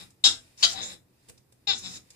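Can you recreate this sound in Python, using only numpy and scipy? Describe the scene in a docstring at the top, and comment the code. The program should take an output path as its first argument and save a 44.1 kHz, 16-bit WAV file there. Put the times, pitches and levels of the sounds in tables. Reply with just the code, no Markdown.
"""Porcupine protesting in a wooden enclosure

Close up, on a stereo pair: two harsh shrieks, a whimpering growl, a hissing snarl, a falling squawk
and low grunts. Each is a train of uneven throat pulses ringing the mouth's resonances, with air
hissing past the teeth; the whimper is a thin wavering tone. Quills and bedding rustle and tick over
a faint low rumble, and the boards of the small enclosure throw everything back."""
import sys
import numpy as np
from scipy import signal
from scipy.fft import rfft, irfft
from scipy.io import wavfile
from scipy.ndimage import uniform_filter1d, minimum_filter1d

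SR = 44100
rng = np.random.default_rng(int(sys.argv[2]) if len(sys.argv) > 2 else 0)


def put_to_file(sound):
    """Save the sound as 16-bit audio at rate SR, in the file named by the first command-line argument."""
    columns = np.atleast_2d(sound).T  # one column per channel
    safe = np.clip(columns, -1, 1)
    whole_steps = np.round(safe * 32767)
    wavfile.write(sys.argv[1], SR, whole_steps.astype(np.int16))


N = 94815
TIME = np.arange(N) / SR
FFT_SIZE = 2 ** 17
HZ = np.maximum(np.arange(FFT_SIZE // 2 + 1) * SR / FFT_SIZE, 1)
ALIKE = 1 / (1 + (HZ / 380) ** 2)   # share of diffuse power common to both microphones: the bass


def from_db(db):
    """Decibels to gain."""
    return 10 ** (np.asarray(db) / 20)


def rms_one(x):
    """Scale to unit power."""
    return x / np.sqrt(np.mean(x ** 2) + 1e-20)


def colour(points):
    """Gain at each frequency from (Hz, dB) points."""
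    hz, db = np.transpose(points)
    return from_db(np.interp(np.log(HZ), np.log(hz), db))


def resonances(rows, skirt=1.189):
    """Unit-power gain curve of (centre Hz, width Hz, relative dB) peaks; skirt steepens their flanks."""
    return rms_one(sum(from_db(db) / (1 + (2 * (HZ - hz) / width) ** 2) ** skirt
                       for hz, width, db in rows))


def filtered(x, gain):
    """Causal (minimum-phase) filter with the given gains."""
    cepstrum = irfft(np.log(gain + 1e-9))
    cepstrum[1:FFT_SIZE // 2] *= 2
    cepstrum[FFT_SIZE // 2 + 1:] = 0
    return irfft(rfft(x, FFT_SIZE) * np.exp(rfft(cepstrum, FFT_SIZE)))[..., :N]


def in_time(rows):
    """A gate over the rows' span, then each column after the time at every sample."""
    times, *columns = np.transpose(rows)
    gate = uniform_filter1d(((TIME >= times[0]) & (TIME <= times[-1])) * 1., size=40)
    return [gate] + [np.interp(TIME, times, column) for column in columns]


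def background(floor_db=-67, hum_hz=125, hum_db=-71.5):
    """Low rumble, alike at both microphones, with thin hiss and a faint hum."""
    # Room tone. Each row: frequency in Hz, relative level in dB.
    room_tone = [(25, -15), (60, -4), (115, 0), (170, -6), (300, -4.5), (600, -13.5), (3300, -30.5),
                 (7500, -30.5), (14500, -25.5)]
    gain = rms_one(colour(room_tone))
    common = filtered(rng.standard_normal(N), gain * np.sqrt(ALIKE))
    apart = filtered(rng.standard_normal((2, N)), gain * np.sqrt(1 - ALIKE))
    hum = rms_one(np.sin(2 * np.pi * hum_hz * TIME))
    return from_db(floor_db) * (common + apart) + from_db(hum_db) * hum


def enclosure(x, tail_delay_s=0.0042, early_decay_s=0.0028, early_db=-0.5):
    """Close reflections off the boards, then a short tail that lasts longest in the bass."""
    # Bands of the tail. Each row: centre in Hz, reverberation time in seconds, level in dB.
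    bands = [(80.2, 0.5, 1.5), (231.2, 0.45, -1), (810, 0.27, -9), (2100, 0.28, -4.5), (3160, 0.18, -8),
             (6950, 0.22, -7.5), (12930, 0.31, -2)]
    common = np.sqrt(ALIKE) * rfft(rng.standard_normal(FFT_SIZE))
    apart = np.sqrt(1 - ALIKE) * rfft(rng.standard_normal((2, FFT_SIZE)))
    log_centres = np.log([row[0] for row in bands])
    tail = 0
    for (_, t60, db), this_band in zip(bands, np.eye(len(bands))):
        noise = irfft((common + apart) * np.interp(np.log(HZ), log_centres, this_band))[:, :N]
        decay = from_db(-60 * TIME / t60) * (TIME > tail_delay_s)
        tail = tail + noise * from_db(db) * rms_one(decay)
    early = rng.standard_normal((2, N)) * rms_one(np.exp(-np.minimum(TIME / early_decay_s, 50)))
    response = (tail + from_db(early_db) * early) / np.sqrt(N)
    return signal.fftconvolve(x, response, axes=1)[:, :N]


def scattered(x, delays, feedback=.5):
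    """Nearby boards smear each pulse over a few milliseconds (a chain of all-pass echoes)."""
    spectrum = rfft(x, FFT_SIZE)
    for delay in delays:
        echo = np.exp(-2j * np.pi * HZ * delay)
        spectrum = spectrum * (echo - feedback) / (1 - feedback * echo)
    return irfft(spectrum)[:N]


def at_microphones(x, lean):
    """The voice favours the left microphone, except around 7-9 kHz; a lean of 0 centres it."""
    # Balance at a lean of 1. Each row: frequency in Hz, left minus right in dB.
    balance = [(100, 3), (700, 4.5), (1400, 7.5), (2500, 5), (4000, 21.5), (5400, 8.5), (6900, -13.5),
               (9000, -9), (14000, 7.5)]
    # Echoes off the boards, left then right. Each row: two delays in seconds.
    board_delays = [(.00017, .00061), (.00021, .00054)]
    ratio = colour(balance) ** lean
    right = np.sqrt(2 / (1 + ratio ** 2))
    return np.array([scattered(filtered(x, gain), delays)
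                     for gain, delays in zip((ratio * right, right), board_delays)])


def rustle(crackles_per_s=2100, crackle_db=-14):
    """Quills brush the bedding: soft friction with tiny crackles."""
    # The animal's stirring. Each row: time in seconds, level in dB.
    stirring = [(0, -50), (.03, -54.5), (.08, -68), (.16, -78), (.47, -66), (.56, -70), (.61, -51),
                (.72, -46.5), (.77, -59.5), (.93, -51.5), (1.0, -84), (1.27, -70), (1.45, -80),
                (1.74, -75.5), (1.8, -59.5), (1.96, -52.5), (2.02, -72.5), (2.15, -65)]
    # Tone of the bedding. Each row: frequency in Hz, relative level in dB.
    bedding = [(100, -2), (500, 3.5), (1000, -1.5), (2200, 1), (3200, 0.5), (5500, 1.5), (7500, 0.5),
               (10000, -2.5), (14500, -15.5)]
    _, db = in_time(stirring)
    crackles = (rng.random((2, N)) < crackles_per_s / SR) * rng.standard_normal((2, N))
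    friction = rms_one(rng.standard_normal((2, N)) + from_db(crackle_db) * rms_one(crackles))
    return filtered(friction * from_db(db), rms_one(colour(bedding)))


def ticks(rise_s=0.002, decay_s=0.005, width_hz=4300):
    """Quills and claws make brief bright scratches, each with a slight knock on the boards."""
    # Each row: peak time in seconds, level in dB, brightest frequency in Hz, knock gain in dB.
    scratches = [(0.106, -57.5, 7600, -28), (1.288, -52, 7500, -4.5), (1.297, -50, 7600, 2),
                 (1.379, -56, 5800, -21), (1.525, -59.5, 8000, -5), (1.789, -48, 9100, -10),
                 (2.106, -47, 6700, -20)]
    # Tone of the knock. Each row: frequency in Hz, relative level in dB.
    knock = [(40, -2.5), (95, 23), (300, 9), (520, 18.5), (900, 1.5), (5000, 1), (11000, -6.5),
             (15000, -12)]
    out = np.zeros((2, N))
    for peak_s, db, hz, knock_db in scratches:
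        envelope = np.exp(-np.maximum((peak_s - TIME) / rise_s, (TIME - peak_s) / decay_s).clip(0, 50))
        gain = resonances([(hz, width_hz, 0)]) + from_db(knock_db) * colour(knock)
        out += filtered(from_db(db) * envelope * rng.standard_normal((2, N)), gain)
    return out


def hiss(rows, rush_db, whistle_db, whistle_width_hz=500):
    """Air rushes through the mouth and excites a gliding whistle-like resonance at the teeth."""
    # Mouth resonances. Each row: centre in Hz, width in Hz, relative level in dB.
    mouth = [(3750, 820, -9.5), (5380, 980, -2.5), (6740, 2700, -8.5)]
    gate, db, hz = in_time(rows)
    rush = filtered(rng.standard_normal(N), resonances(mouth))
    pole = np.exp(-2 * np.pi * whistle_width_hz / SR)
    carrier = np.exp(2j * np.pi * np.cumsum(hz) / SR)
    slow_noise = signal.lfilter([1], np.poly([pole, pole]), rng.standard_normal(N) / carrier)
    whistle = rms_one((slow_noise * carrier).real)
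    return gate * from_db(db) * (from_db(rush_db) * rush + from_db(whistle_db) * whistle)


def breaths():
    """Three hisses: with the second shriek, with the snarl and trailing the squawk."""
    # Each row: time in seconds, level in dB before the rush and whistle gains, whistle pitch in Hz.
    shriek_air = [(.575, -56, 6130), (.61, -47, 7194), (.68, -42.5, 5360), (.735, -39.5, 7160),
                  (.755, -60.5, 7200)]
    snarl_air = [(.81, -50, 6400), (.826, -38, 6360), (.85, -40, 6960), (.885, -46.5, 7140),
                 (.91, -53, 7100), (.945, -60, 8200), (.975, -87, 8610)]
    squawk_air = [(1.72, -48, 7000), (1.785, -44.5, 6860), (1.81, -52.5, 6730), (1.89, -49.5, 6600),
                  (1.912, -49, 6800), (1.972, -47.5, 7000), (2.01, -87, 7240)]
    return (hiss(shriek_air, rush_db=0.5, whistle_db=-5.5)
            + hiss(snarl_air, rush_db=-8, whistle_db=-1)
            + hiss(squawk_air, rush_db=0, whistle_db=-2.5))


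def throat(start_s, end_s, pitch, rough):
    """Pulses with puffs of air; roughness makes them uneven, strong and weak by turns, and airier."""
    jitter, shimmer_db, limp, rough_air = 0.13, 1.5, 0.29, 0.97   # at full roughness
    leak = .14   # air even in the clearest voice
    pulses, puffs = np.zeros(N), np.zeros(N)
    now = start_s
    for k, (timing_draw, strength_draw) in enumerate(rng.standard_normal((400, 2))):
        if now >= end_s:
            break
        i = int(now * SR)
        period = np.exp(jitter * rough[i] * timing_draw) / pitch[i]
        alternation = 1 + limp * rough[i] * (-1) ** k / 2
        strength = from_db(shimmer_db * rough[i] * strength_draw) * alternation
        length = int(period * SR)
        pulses[i] = strength * np.sqrt(length)
        puffs[i:i + length] = strength * rms_one(np.exp(-1.5 * np.arange(length) / length))
        now += period
    air = np.clip(leak + rough_air * rough, 0, 1)
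    source = np.sqrt(1 - air ** 2) * pulses + air * puffs * rng.standard_normal(N)
    local_power = np.maximum(uniform_filter1d(puffs ** 2, size=600), .1)
    return source / np.sqrt(local_power)


def call(contour, mouth, chest_db, chest_follows=0.31):
    """Throat pulses ring the mouth; the chest rumbles along, following part of the swing in dB."""
    # Tone of the chest. Each row: frequency in Hz, relative level in dB.
    chest_tone = [(30, -24), (80, 1.5), (130, -4.5), (220, -3.5), (400, -13), (700, -25), (3000, -59.5)]
    gate, pitch, db, rough = in_time(contour)
    source = throat(contour[0][0], contour[-1][0], pitch, rough) * gate * from_db(db)
    rumble = gate * from_db(chest_db + chest_follows * db) * rng.standard_normal(N)
    return filtered(source, resonances(mouth)) + filtered(rumble, rms_one(colour(chest_tone)))


def grunts():
    """Slow, soft throat pulses: one low grunt at the start and one after the squawk."""
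    # One list a grunt. Each row: time in seconds, pitch in Hz, level in dB, roughness from 0 to 1.
    contours = [
        [(0, 166.2, -49, 0.34), (.025, 167, -50, 0.55), (.06, 154.3, -70, 0.54)],
        [(1.815, 176, -56, 0.51), (1.84, 184.8, -43, .1), (1.865, 185.9, -37.5, 0.11),
         (1.89, 168.7, -48.5, 0.55), (1.935, 133.3, -58, .9), (1.97, 153, -49.5, 0.84), (2.0, 130, -74, 0.59)],
    ]
    # Mouth resonances. Each row: centre in Hz, width in Hz, relative level in dB.
    mouth = [(170, 130, -5), (730, 220, -10), (1350, 350, -8), (2400, 700, -16), (3530, 280, 0),
             (3930, 420, 1), (5230, 450, -3.5), (7397, 600, -8)]
    return sum(call(contour, mouth, chest_db=-43) for contour in contours)


def whimper(waver_depth=.025):
    """A thin, nearly pure note that wavers above the growl."""
    # Each row: time in seconds, pitch in Hz, level in dB.
    contour = [(.736, 790, -53), (.748, 770, -45), (.775, 745, -47.5), (.79, 780, -44), (.808, 745, -50)]
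    gate, hz, db = in_time(contour)
    waver = rms_one(uniform_filter1d(rng.standard_normal(N), size=120))
    phase = 2 * np.pi * np.cumsum(hz * (1 + waver_depth * waver)) / SR
    return gate * from_db(db) * rms_one(np.sin(phase))


def growl():
    """A short, half-rough pulse train holding near 250 Hz."""
    # Each row: time in seconds, pitch in Hz, level in dB, roughness from 0 to 1.
    contour = [(.742, 250, -48, .4), (.758, 252, -39.5, .35), (.792, 256, -34.5, .45), (.812, 245, -42, .6)]
    # Mouth resonances. Each row: centre in Hz, width in Hz, relative level in dB.
    mouth = [(1390, 1800, -1), (3550, 350, 12.5), (3960, 200, 18), (4970, 1100, -1), (7300, 930, -6)]
    return call(contour, mouth, chest_db=-43.5)


def snarl():
    """Low, rough pulses that slow as they fade."""
    # Each row: time in seconds, pitch in Hz, level in dB, roughness from 0 to 1.
    contour = [(.805, 200.8, -39.5, 0.85), (.83, 188.5, -37, 0.54), (.865, 174.5, -46.5, 0.32),
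               (.93, 174.8, -47.5, 0.52), (.968, 146.8, -64, 0.45)]
    # Mouth resonances. Each row: centre in Hz, width in Hz, relative level in dB.
    mouth = [(190, 180, -13), (570, 400, -7), (1450, 700, -15), (2130, 990, -12.5), (3510, 230, 4),
             (3940, 380, 3), (5270, 530, -4)]
    return call(contour, mouth, chest_db=-49.5)


def squawk():
    """A clear note that falls and breaks into a rasp as the pulses turn uneven."""
    # Each row: time in seconds, pitch in Hz, level in dB, roughness from 0 to 1.
    contour = [(1.670, 415, -38, .25), (1.674, 420, -26, .2), (1.681, 405, -26, .08),
               (1.697, 404, -22.5, .05), (1.706, 390, -22, .07), (1.714, 366, -25.5, .13),
               (1.723, 340, -28, .42), (1.737, 305, -30, .55), (1.748, 237, -39, .75), (1.79, 182, -60, 1)]
    # Mouth resonances. Each row: centre in Hz, width in Hz, relative level in dB.
    mouth = [(380, 280, -32), (756, 460, -15.5), (1417, 250, -10.5), (2500, 1300, -17), (3490, 273, 2.5),
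             (3920, 500, 2), (4410, 400, -17.5), (5270, 350, -5), (6900, 600, -14)]
    return call(contour, mouth, chest_db=-46)


def shrieks():
    """Two loud bursts of rough, airy pulses, plunging in pitch and ringing the mouth at 3-4 kHz."""
    # Each row: time in seconds, pitch in Hz, level in dB, roughness from 0 to 1.
    first = [(.2385, 448, -31.5, 0.92), (.2405, 427.8, -1, 0.88), (.247, 401, -12.5, 0.76),
             (.259, 325.9, -10.5, 0.9), (.265, 283, -6, 0.9), (.272, 247.7, -12.5, 0.64),
             (.279, 211, -40, 0.3)]
    second = [(.623, 399.4, -44.5, 0.88), (.627, 399, -19.5, 0.97), (.635, 340.7, -5.5, 0.51),
              (.643, 326, -13, 0.43), (.650, 239.3, -16.5, 0.89), (.662, 226.5, -42.5, 0.63),
              (.69, 228, -41, 0.6), (.735, 247, -51, 0.41)]
    # Mouth resonances. Each row: centre in Hz, width in Hz, relative level in dB.
    first_mouth = [(800, 450, -17.5), (1500, 720, -16), (3350, 500, 4.5), (3820, 600, 6.5),
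                   (5320, 800, 1.5), (7095, 1710, -4.5), (9090, 500, -23)]
    second_mouth = [(690, 160, -18.5), (1320, 450, -15), (2100, 600, -21.5), (3200, 450, 2),
                    (3900, 600, -.5), (4700, 750, -2.5), (6450, 1700, -7.5), (10000, 2000, -32)]
    return call(first, first_mouth, chest_db=-44) + call(second, second_mouth, chest_db=-47.5)


def scene():
    """Voice and movements close to the microphones, with their reflections, over the room tone."""
    voice = shrieks() + growl() + whimper() + snarl() + squawk() + grunts() + breaths()
    movement = rustle() + ticks()
    direct = at_microphones(voice, lean=1) + movement
    reflected = enclosure(at_microphones(voice, lean=0.38) + movement)
    return direct + reflected + background()


def record(dry, ceiling=.75, limiter_s=.004, cutoff_hz=15000):
    """A fast limiter holds the loudest peaks; a steep low-pass cuts the top."""
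    window = int(limiter_s * SR)
    allowed = ceiling / np.maximum(np.abs(dry).max(axis=0), ceiling)
    gain = uniform_filter1d(minimum_filter1d(allowed, size=window), size=window)
    low_pass = signal.ellip(12, .1, 80, cutoff_hz, fs=SR, output="sos")
    return signal.sosfilt(low_pass, dry * gain)


dry = scene()
out = record(dry)
put_to_file(out)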